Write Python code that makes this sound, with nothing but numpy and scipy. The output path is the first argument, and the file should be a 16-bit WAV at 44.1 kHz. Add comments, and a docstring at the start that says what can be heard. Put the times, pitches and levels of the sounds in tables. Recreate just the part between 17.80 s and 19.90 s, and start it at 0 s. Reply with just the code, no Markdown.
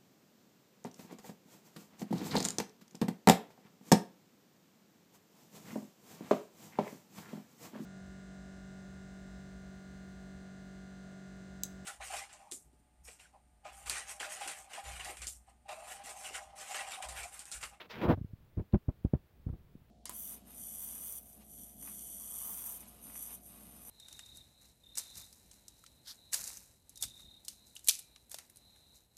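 """A quiet room, where a hand shifts its grip on a phone. Skin slides over the case with stick-slip
friction: first a light hiss with a few bright brushes, then a coarse rumble and a deep shudder
as the hand presses beside the microphone. Fingers bump the case, which swings in the grip as a
damped oscillator, giving dull thumps, many with a short scuff as the finger settles.
Under it all lie a faint room rumble and microphone hiss."""
import sys
import numpy as np
from scipy import signal
from scipy.fft import rfft, irfft
from scipy.io import wavfile
from scipy.ndimage import uniform_filter1d

SR = 44100
rng = np.random.default_rng(int(sys.argv[2]) if len(sys.argv) > 2 else 0)


def master_out(mix):
    """Clip the mix to full scale and print it as 16-bit PCM to the path in sys.argv[1]."""
    frames = np.transpose(np.atleast_2d(mix))
    ceiling = np.clip(frames, -1, 1)
    pcm = np.round(ceiling * 32767).astype(np.int16)
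    wavfile.write(sys.argv[1], SR, pcm)


N = 92610


def undb(db):
    """Amplitude ratio of a level in decibels."""
    return 10 ** (np.asarray(db) / 20)


def curve(rows, t):
    """Envelope through (s, dB) points, with exponential decay after the last."""
    at, db = np.array(rows).T
    return undb(np.interp(t, at, db)) * np.exp(-np.maximum(t - at[-1], 0) / 0.011)


def swell(t, at, rise_s, decay_s):
    """Envelope with a Gaussian rise to its peak and an exponential decay."""
    return np.exp(-(np.minimum(t - at, 0) / rise_s) ** 2 - np.maximum(t - at, 0) / decay_s)


def colour(x, points):
    """Spectral shaping: x filtered through (Hz, dB) points and scaled to rms 1."""
    hz, db = np.array(points).T
    f = np.maximum(np.arange(N // 2 + 1) * SR / N, 1)
    shaped = irfft(rfft(x) * undb(np.interp(np.log(f), np.log(hz), db)), N)
    return shaped / shaped.std()


def drift(rate_hz):
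    """Moving averages smooth white noise into a slow fluctuation of unit spread."""
    width = int(SR / rate_hz)
    slow = uniform_filter1d(uniform_filter1d(rng.standard_normal(N), width), width)
    return slow / slow.std()


def friction(spectrum, catches_per_s=2000, spread_db=4, smooth_share=0.64, peak_width_hz=20):
    """Stick-slip friction: tiny uneven catches of the skin over a smooth rub."""
    # Narrow peaks that colour the rubbing noise. Each row: frequency in Hz, boost in dB.
    rub_peaks = [(352, 11), (470, 7), (555, -1), (615, 4.5), (692, 2), (773, 1.5), (925, 2.5)]
    caught = rng.random(N) < catches_per_s / SR
    catches = caught * rng.standard_normal(N) * undb(spread_db * rng.standard_normal(N))
    rub = np.sqrt(1 - smooth_share) * catches / catches.std()
    rub += np.sqrt(smooth_share) * rng.standard_normal(N)
    peaks = np.zeros(N)
    for hz, db in rub_peaks:
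        band = signal.iirpeak(hz, hz / peak_width_hz, fs=SR)
        peaks += (undb(db) - 1) * signal.lfilter(*band, rub)
    return colour(rub + peaks, spectrum)


def room(t, level_db=-61.5, waver_db=3.3, bass_start_db=-28, rise_s=0.13):
    """Noise floor: room rumble and microphone hiss, with bass that comes up and then wavers."""
    # Spectrum of the background. Each row: frequency in Hz, relative level in dB.
    spectrum = [(20, -4.5), (50, -1.5), (107, -2.5), (150, -5), (300, -17.5), (450, -19.5), (800, -26.5),
                (1500, -30), (3500, -35.5), (6000, -43.5), (9000, -45.5), (12000, -40.5), (15500, -35.5)]
    steady = colour(rng.standard_normal(N), spectrum)
    bass = signal.sosfiltfilt(signal.butter(2, 300, fs=SR, output="sos"), steady)
    bass_db = bass_start_db * np.maximum(1 - t / rise_s, 0) - waver_db * drift(rate_hz=12)
    return undb(level_db) * (steady + bass * (undb(bass_db) - 1))


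def glide(t):
    """Sliding friction under light pressure: skin hisses over the case."""
    # Envelope of the hiss. Each row: time in seconds, level in dB.
    levels = [(0, -52.5), (.016, -50), (.038, -61), (.06, -57.5), (.08, -94), (.092, -76), (.102, -49.5),
              (.122, -49.5), (.16, -52), (.208, -52.5), (.218, -44.5), (.255, -45.5), (.276, -60.5),
              (.292, -44), (.312, -43), (.338, -54.5), (.355, -74)]
    # Spectrum of the light rub. Each row: frequency in Hz, relative gain in dB.
    spectrum = [(100, -21), (400, -2.5), (1000, -1), (2100, 0), (3600, -7.5), (5400, -21.5), (7000, -31.5),
                (8600, -40.5), (11000, -29.5), (15000, -22.5)]
    return curve(levels, t) * friction(spectrum)


def brushes(t, edge_ratio=1.44):
    """The lightest touches on the case give bursts of band-limited noise: bright brushes and ticks."""
    # Each row: peak time in seconds, level in dB, rise and decay in seconds, band centre in Hz.
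    touches = [(0.017, -53, 0.015, 0.012, 2670), (0.116, -53, 0.015, 0.018, 3750),
               (.176, -62, .0006, 0.00072, 3830), (0.187, -70, 0.0004, 0.00057, 4130),
               (0.926, -58, 0.00082, 0.00047, 2950)]
    out = np.zeros(N)
    for at, db, rise_s, decay_s, hz in touches:
        band = signal.butter(3, [hz / edge_ratio, hz * edge_ratio], "band", fs=SR, output="sos")
        hiss = signal.sosfilt(band, rng.standard_normal(N))
        out += undb(db) * swell(t, at, rise_s, decay_s) * hiss / hiss.std()
    return out


def drag(t):
    """Sliding friction under firm pressure: skin grips and drags with a coarse rumble."""
    # Envelope of the rumble. Each row: time in seconds, level in dB.
    levels = [(0, -74), (.06, -60.5), (.08, -70), (.11, -76), (.16, -48.5), (.21, -44.5), (.22, -33.5),
              (.256, -28), (.276, -31.5), (.29, -26), (.312, -23.5), (.344, -37), (.358, -71), (.40, -67)]
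    # Spectrum of the firm rub. Each row: frequency in Hz, relative gain in dB.
    spectrum = [(25, -31), (100, -7.5), (190, 8.5), (340, -2.5), (520, -1), (800, -6.5), (1300, -13),
                (2100, -26), (3600, -48.5), (7000, -67), (9000, -61), (15000, -49)]
    return curve(levels, t) * friction(spectrum)


def shudder(t):
    """Random vibration at low frequency: the sliding hand leaves the case shuddering."""
    # Envelope of the shudder. Each row: time in seconds, level in dB.
    levels = [(.13, -72), (.17, -46), (.21, -73.5), (.27, -33), (.32, -30.5), (.36, -43.5), (.40, -59),
              (.47, -62.5), (.51, -51), (.56, -67.5)]
    # Spectrum of the shudder. Each row: frequency in Hz, relative level in dB.
    spectrum = [(20, -12), (45, -1), (90, 15), (150, 0.5), (250, -30), (500, -25), (2000, -72)]
    return curve(levels, t) * colour(rng.standard_normal(N), spectrum)


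def thumps(t, grip_q=1.2, trim_db=-1.5, mic_low_hz=22):
    """Damped mass and spring: after a soft push the hand-held case stops within a cycle or two."""
    # Finger bumps, the first of them a sharp catch of the dragging skin. Each row: time in seconds, # relative
    # peak level in dB, contact time scale in milliseconds, ring frequency in Hz (for the bumps, # the natural
    # frequency of the case in the grip).
    bumps = [ (0.2973, -12, 0.66, 246), (0.381, -66, 1.9, 84), (0.4141, -27.5, 1.5, 84),
             (0.4465, -31, 1.36, 87.4), (0.5348, -34, 1.6, 85), (0.7748, -25, 1.93, 64.8),
             (0.8047, -27, 1.6, 75.4), (0.938, -15, 1.15, 54), (0.9522, -30, 0.27, 100),
             (0.963, -24, 1.46, 98), (1.0855, -21, 1.22, 48.2), (1.2498, -17, 1.07, 65.3),
             (1.268, -35.5, 1.3, 67.6), (1.337, -13.5, 0.86, 103.6), (1.3505, -22.5, 1.5, 73.5),
             (1.668, -25, 1.37, 58), (1.7006, -27.5, 1.57, 66), (1.73, -34, 2, 48.6),
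             (1.9534, -39.5, 1.21, 198)]
    mic_highpass = signal.butter(1, mic_low_hz, "high", fs=SR)
    out = np.zeros(N)
    for at, db, contact_ms, hz in bumps:
        contact_time = (t - at) * 1000 / contact_ms
        push = np.exp(1 - np.sqrt(1 + contact_time ** 2)) ** 2
        omega = 2 * np.pi * hz
        oscillator = signal.bilinear([1, 0, 0], [1, omega / grip_q, omega * omega], SR)
        acceleration = signal.lfilter(*oscillator, push)
        thump = signal.lfilter(*mic_highpass, acceleration)
        out += undb(db + trim_db) * thump / np.abs(thump).max()
    return out


def scuffs(t):
    """Transient friction: a finger rubs briefly and dully as it settles."""
    # Short rubs. Each row: peak time in seconds, level in dB, rise and decay in seconds.
    rubs = [ (0.377, -38.5, 0.0023, 0.012), (0.782, -35, 0.0091, 0.017), (0.799, -31.5, 0.0075, 0.0084),
            (0.946, -19.5, 0.01, 0.0089), (1.092, -30, 0.0047, 0.0086), (1.254, -33.5, 0.0056, 0.0074),
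            (1.34, -25.5, 0.0044, .010), (1.673, -51, 0.0093, 0.024), (1.698, -45, 0.019, 0.0055),
            (1.737, -46.5, 0.0081, 0.021)]
    # Spectrum of a scuff. Each row: frequency in Hz, relative gain in dB.
    spectrum = [(25, -5.5), (70, 5.5), (200, 7), (380, -11), (700, -16.5), (1200, -26.5), (2200, -41.5),
                (4000, -54.5), (8000, -75)]
    envelope = sum(undb(db) * swell(t, at, rise_s, decay_s) for at, db, rise_s, decay_s in rubs)
    return envelope * friction(spectrum)


def scene():
    """Superposition: all sounds add at one microphone, with no echo."""
    t = np.arange(N) / SR
    slide = shudder(t) + glide(t) + drag(t)
    return (slide + thumps(t) + scuffs(t) + brushes(t) + room(t))[None]


def record(dry, top_hz=15800):
    """Band limiting: the phone's steep low-pass filter cuts the highest treble."""
    return signal.sosfilt(signal.ellip(12, .1, 80, top_hz, fs=SR, output="sos"), dry)


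dry = scene()
out = record(dry)
master_out(out)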